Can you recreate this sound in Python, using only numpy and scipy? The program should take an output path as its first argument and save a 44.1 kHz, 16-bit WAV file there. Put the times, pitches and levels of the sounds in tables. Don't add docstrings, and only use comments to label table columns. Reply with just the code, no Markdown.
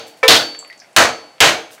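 import sys
import numpy as np
from scipy import signal
from scipy.fft import rfft, irfft, next_fast_len
from scipy.io import wavfile
from scipy.ndimage import map_coordinates

SR = 44100
rng = np.random.default_rng(int(sys.argv[2]) if len(sys.argv) > 2 else 0)


def log_audio(samples):
    frames = np.atleast_2d(samples).T
    limited = np.clip(frames, -1, 1)
    pcm = np.round(limited * 32767).astype(np.int16)
    wavfile.write(sys.argv[1], SR, pcm)


N = 79380
T = np.arange(SR) / SR


def amp(db):
    return 10 ** (np.asarray(db) / 20)


def fade(t, t60):
    return np.exp(-np.log(1000) * t / t60)


def rise(tau_s):
    return 1 - np.exp(-T / tau_s)


def along(points, hz):
    f, v = np.transpose(points)
    return np.interp(np.log(hz + 1), np.log(f + 1), v)


def noise(gain, size=SR):
    spectrum = rfft(rng.standard_normal(size))
    x = irfft(spectrum * gain(np.fft.rfftfreq(size, 1 / SR)), size)
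    return x / x.std()


def coloured(points, size=SR):
    return noise(lambda f: amp(along(points, f)), size=size)


def band(hz, octaves, skirt_db):
    def gain(f):
        away_oct = np.log2((f + 1) / hz)
        peak = np.exp(-.5 * (away_oct / octaves) ** 2)
        return peak + amp(skirt_db) / (1 + away_oct ** 2)
    return noise(gain)


def dying(x, t60s, hold_s=0):
    hz, t, z = signal.stft(x, SR, nperseg=256)
    decay = fade(np.maximum(t - hold_s, 0), along(t60s, hz)[:, None])
    return signal.istft(z * decay, SR)[1][:SR]


def ring(modes, scatter_db):
    waver_depth, waver_hz = .55, 25
    out = np.zeros(SR)
    for hz, db, t60 in modes:
        level = amp(db + scatter_db * rng.normal())
        steps = rng.standard_normal(size=200)
        waver = 1 + waver_depth * map_coordinates(steps, [T * waver_hz], order=1)
        out += level * fade(T, t60) * waver * np.sin(2 * np.pi * (hz * T + rng.random()))
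    return out


def add(out, s, x):
    i = round(s * SR)
    x = x[max(-i, 0):N - i]
    out[max(i, 0):][:len(x)] += x


# f/Hz, level/dB
FLOOR_SPECTRUM = [(25, -28), (60, -58), (100, -5.5), (200, 0.5), (450, 1.5), (680, 10), (1100, -1.5),
                  (2300, -0.5), (3500, -8), (6000, -10.5), (10000, -15.5), (15500, -28)]
FLOOR_DB = -51


def background():
    return amp(FLOOR_DB) * coloured(FLOOR_SPECTRUM, size=N)


# t/s, rise/s, fall t60/s, level/dB
SLIDE_EVENTS = [(0.059, 0.02, 0.25, -45.5), (0.164, 0.01, .35, -53.5), (1.699, 0.034, 0.21, -42.5)]
# f/Hz, level/dB
SLIDE_SPECTRUM = [(300, -36), (1500, -7.5), (4000, -2), (9000, -3), (12000, -8), (15500, -9)]


def slides():
    out = np.zeros(N)
    for s, rise_s, t60, db in SLIDE_EVENTS:
        grain = amp(2.5 * noise(lambda f: f < 300))
        envelope = np.minimum(T / rise_s, 1) * fade(np.maximum(T - rise_s, 0), t60)
        add(out, s, amp(db) * envelope * grain * coloured(SLIDE_SPECTRUM))
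    return out


# t/s, level/dB, f/Hz, width/oct
SPLINTERS = [(0.548, -23.5, 2260, 0.73), (0.5902, -21.5, 7580, 0.039), (0.596, -27.5, 7300, 0.23),
             (0.627, -29.5, 1120, 0.18), (.648, -30, 2140, 0.5), (.677, -41.5, 11000, .08),
             (0.7004, -21.5, 2005, 0.12), (0.705, -32, 4640, 0.069), (0.727, -32, 2090, 1),
             (.777, -38, 6300, 0.27), (0.792, -40, 6000, 0.41), (.800, -26.5, 5220, 0.17),
             (.819, -32.5, 1880, 0.35), (0.838, -54, 2200, .6), (0.845, -37, 2000, 0.4),
             (0.93, -44, 8300, 0.23), (1.382, -34.5, 1990, .7), (1.706, -35, 1700, .8),
             (1.779, -30.5, 1650, 0.45)]
TICK_ATTACK_S, TICK_T60_S = 0.00045, 0.0084
TICK_ROOM_DB, TICK_ROOM_T60_S = -17, 0.2


def splinters():
    out = np.zeros(N)
    tail = amp(TICK_ROOM_DB) * fade(T, TICK_ROOM_T60_S)
    envelope = (fade(T, TICK_T60_S) + tail) * rise(TICK_ATTACK_S)
    for s, db, hz, octaves in SPLINTERS:
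        add(out, s, amp(db) * envelope * band(hz, octaves, skirt_db=-31))
    return out


# t/s, level/dB
TAP_EVENTS = [(0.2295, -10), (0.2518, -21.5)]
# f/Hz, level/dB, t60/s
CLAW_MODES = [(457.4, -4.5, 0.39), (522, 0, 0.19), (948, -6.5, 0.092), (1013, -4.5, 0.19), (1305, -5, .17),
              (1566, -12.5, .13), (1790, -10, 0.33), (2300, -2.5, 0.18), (2180, -11, 0.069),
              (2650, -13.5, 0.101), (3200, -18.5, .1)]
# f/Hz, level/dB
TAP_SPECTRUM = [(100, -57.5), (250, -26), (420, -13), (1000, -10.5), (2400, -11.5), (3300, -16),
                (6000, -28.5), (15000, -47)]
TAP_NOISE_DB, TAP_NOISE_T60_S = -3.5, 0.21
TAP_ATTACK_S, TAP_LOW_CUT_HZ = .002, 300


def taps():
    out = np.zeros(N)
    for s, db in TAP_EVENTS:
        contact = amp(TAP_NOISE_DB) * fade(T, TAP_NOISE_T60_S) * coloured(TAP_SPECTRUM)
        knock = ring(CLAW_MODES, scatter_db=0.5) + contact
        add(out, s, amp(db) * knock * rise(TAP_ATTACK_S))
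    return signal.sosfilt(signal.butter(3, TAP_LOW_CUT_HZ, "high", fs=SR, output="sos"), out)


SHELL_OCTAVES, SHELL_SKIRT_DB, SHELL_T60_S = 0.35, -10, .27


def shell_noise(shell_hz):
    return band(shell_hz, SHELL_OCTAVES, SHELL_SKIRT_DB)


# f/Hz, level/dB
KITCHEN_SPECTRUM = [(40, -46.5), (100, -22), (190, -16.5), (300, -10), (650, 6.5), (1000, 1.5), (2500, 10),
                    (4200, 4), (6300, -1), (9000, -11), (15000, -26.5)]
# f/Hz, t60/s
KITCHEN_DECAY = [(100, 0.86), (600, 0.76), (2000, 0.48), (6000, 0.51), (13000, 0.46)]
KITCHEN_DB = -12.5


def kitchen(board_db, shell_db, shell_hz):
    echo = amp(board_db) * coloured(KITCHEN_SPECTRUM) + amp(shell_db + 2) * shell_noise(shell_hz)
    return amp(KITCHEN_DB) * dying(echo, KITCHEN_DECAY)


# f/Hz, level/dB, t60/s
BLADE_MODES = [(2613, -28, 0.13), (3070, -19, .42), (4250, -33, 0.25), (4564, -35, 0.13),
               (6160, -29.5, .28), (6352, -28, 0.57), (9500, -28.5, .28), (11950, -32, .28)]
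BLADE_SWELL_S = .05
SING_HZ, SING_T60_S, SING_SWELL_S = 4500, .62, 0.11


def blade(board_db, sing_db):
    short = amp(board_db) * ring(BLADE_MODES, scatter_db=0) * rise(BLADE_SWELL_S)
    envelope = rise(SING_SWELL_S) ** 2 * fade(T, SING_T60_S)
    note = amp(sing_db) * envelope * np.sin(2 * np.pi * SING_HZ * T)
    return short + note


CHIPS_PER_S, CHIP_T60_S, CHIP_OCTAVES = 260, 0.017, 0.7


def fractures(hz):
    clicks = (rng.random(SR) < CHIPS_PER_S / SR) * rng.standard_normal(SR)
    crack = fade(T, CHIP_T60_S) * band(hz, CHIP_OCTAVES, skirt_db=-9.5)
    x = signal.fftconvolve(clicks, crack)[:SR]
    return x / x.std()


# f/Hz, level/dB
BOARD_SPECTRUM = [(40, -32.5), (100, -7.5), (190, -12), (300, -7.5), (650, 2), (1000, -2.5), (1600, 1),
                  (2400, -5), (3300, -10.5), (4200, -5), (5300, -13), (6300, -9), (9000, -20.5),
                  (15000, -34)]
# f/Hz, t60/s
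BOARD_DECAY = [(100, 0.37), (600, 0.37), (2000, 0.27), (6000, 0.29), (13000, 0.13)]
# f/Hz, level/dB, t60/s
COUNTER_MODES = [(99.4, -33, 0.4), (248.3, -23.5, 0.49), (294.8, -23, 0.62), (332.2, -15, 0.48),
                 (456, -17.5, 0.59), (523, -29, 0.66), (627.4, -22, 0.66), (713, -15, 0.4),
                 (755, -15, 0.47), (831, -27, 0.68), (965, -16, 0.15), (1044, -20, 0.33), (1302, -20, 0.38),
                 (1480, -16, 0.19), (1598, -27, 0.58), (1800, -27, .25), (2016, -4.5, 0.16),
                 (2268, -17, 0.46), (3008, -8, 0.18)]
BLOOM_S = 0.014


def board(give, crush_s):
    bang = give * dying(coloured(BOARD_SPECTRUM), BOARD_DECAY, crush_s)
    return (bang + ring(COUNTER_MODES, scatter_db=2)) * rise(BLOOM_S)


CRUSH_DB_PER_S = 116.5
CRUNCH_DB_RMS, CRUNCH_HZ = -1, 130


def giving_way(crush_s):
    after = np.maximum(T - crush_s, 0)
    uneven = noise(lambda f: np.exp(-(f / CRUNCH_HZ) ** 2))
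    crunch = amp(CRUNCH_DB_RMS * uneven * fade(after, 0.37))
    return crunch * amp(-CRUSH_DB_PER_S * np.minimum(T, crush_s))


CHIP_DB, CHIPS_END_T60_S = -4, 0.079


def shell(give, crush_s, shell_hz, snap_hz):
    after = np.maximum(T - crush_s, 0)
    body = give * fade(after, SHELL_T60_S) * shell_noise(shell_hz)
    chips = amp(CHIP_DB) * give * fade(after, CHIPS_END_T60_S) * fractures(snap_hz)
    return body + chips


SNAP_DB, SNAP_OCTAVES, SNAP_T60_S = -1.5, 0.072, 0.031


def snap(hz):
    return amp(SNAP_DB) * fade(T, SNAP_T60_S) * band(hz, SNAP_OCTAVES, skirt_db=1.5)


# t/s, board level/dB, shell level/dB, shell f/Hz, snap f/Hz, crush/s, singing blade level/dB
BLOW_EVENTS = [(-.235, -0.5, -2.5, 3370, 3500, 0.13, -17.5), (.280, -3.5, -3.5, 3635, 3600, 0.089, -5),
               (.9638, -3, -10.5, 1320, 4120, 0.084, -15.5), (1.4042, -2.5, -7.5, 2740, 3170, 0.099, -31)]


def blows():
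    out = np.zeros(N)
    for s, board_db, shell_db, shell_hz, snap_hz, crush_s, sing_db in BLOW_EVENTS:
        give = giving_way(crush_s)
        blow = snap(snap_hz)
        blow = blow + amp(board_db) * board(give, crush_s)
        blow = blow + amp(shell_db) * shell(give, crush_s, shell_hz, snap_hz)
        blow = blow + blade(board_db, sing_db)
        blow = blow + kitchen(board_db, shell_db, shell_hz)
        add(out, s, blow)
    return out


def scene():
    mono = background() + slides() + splinters() + taps() + blows()
    return np.array([mono, mono])


CEILING, HARDNESS = .96, 6
LOW_CUT_HZ, TOP_HZ, TOP_EDGE_HZ = 25, 15850, 150


def record(dry):
    clipped = dry / (1 + np.abs(dry / CEILING) ** HARDNESS) ** (1 / HARDNESS)
    x = signal.sosfilt(signal.butter(1, LOW_CUT_HZ, "high", fs=SR, output="sos"), clipped)
    m = next_fast_len(N + SR)
    edge = .5 - .5 * np.tanh((np.fft.rfftfreq(m, 1 / SR) - TOP_HZ) / TOP_EDGE_HZ)
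    return irfft(rfft(x, m) * edge, m)[:, :N]


dry = scene()
out = record(dry)
log_audio(out)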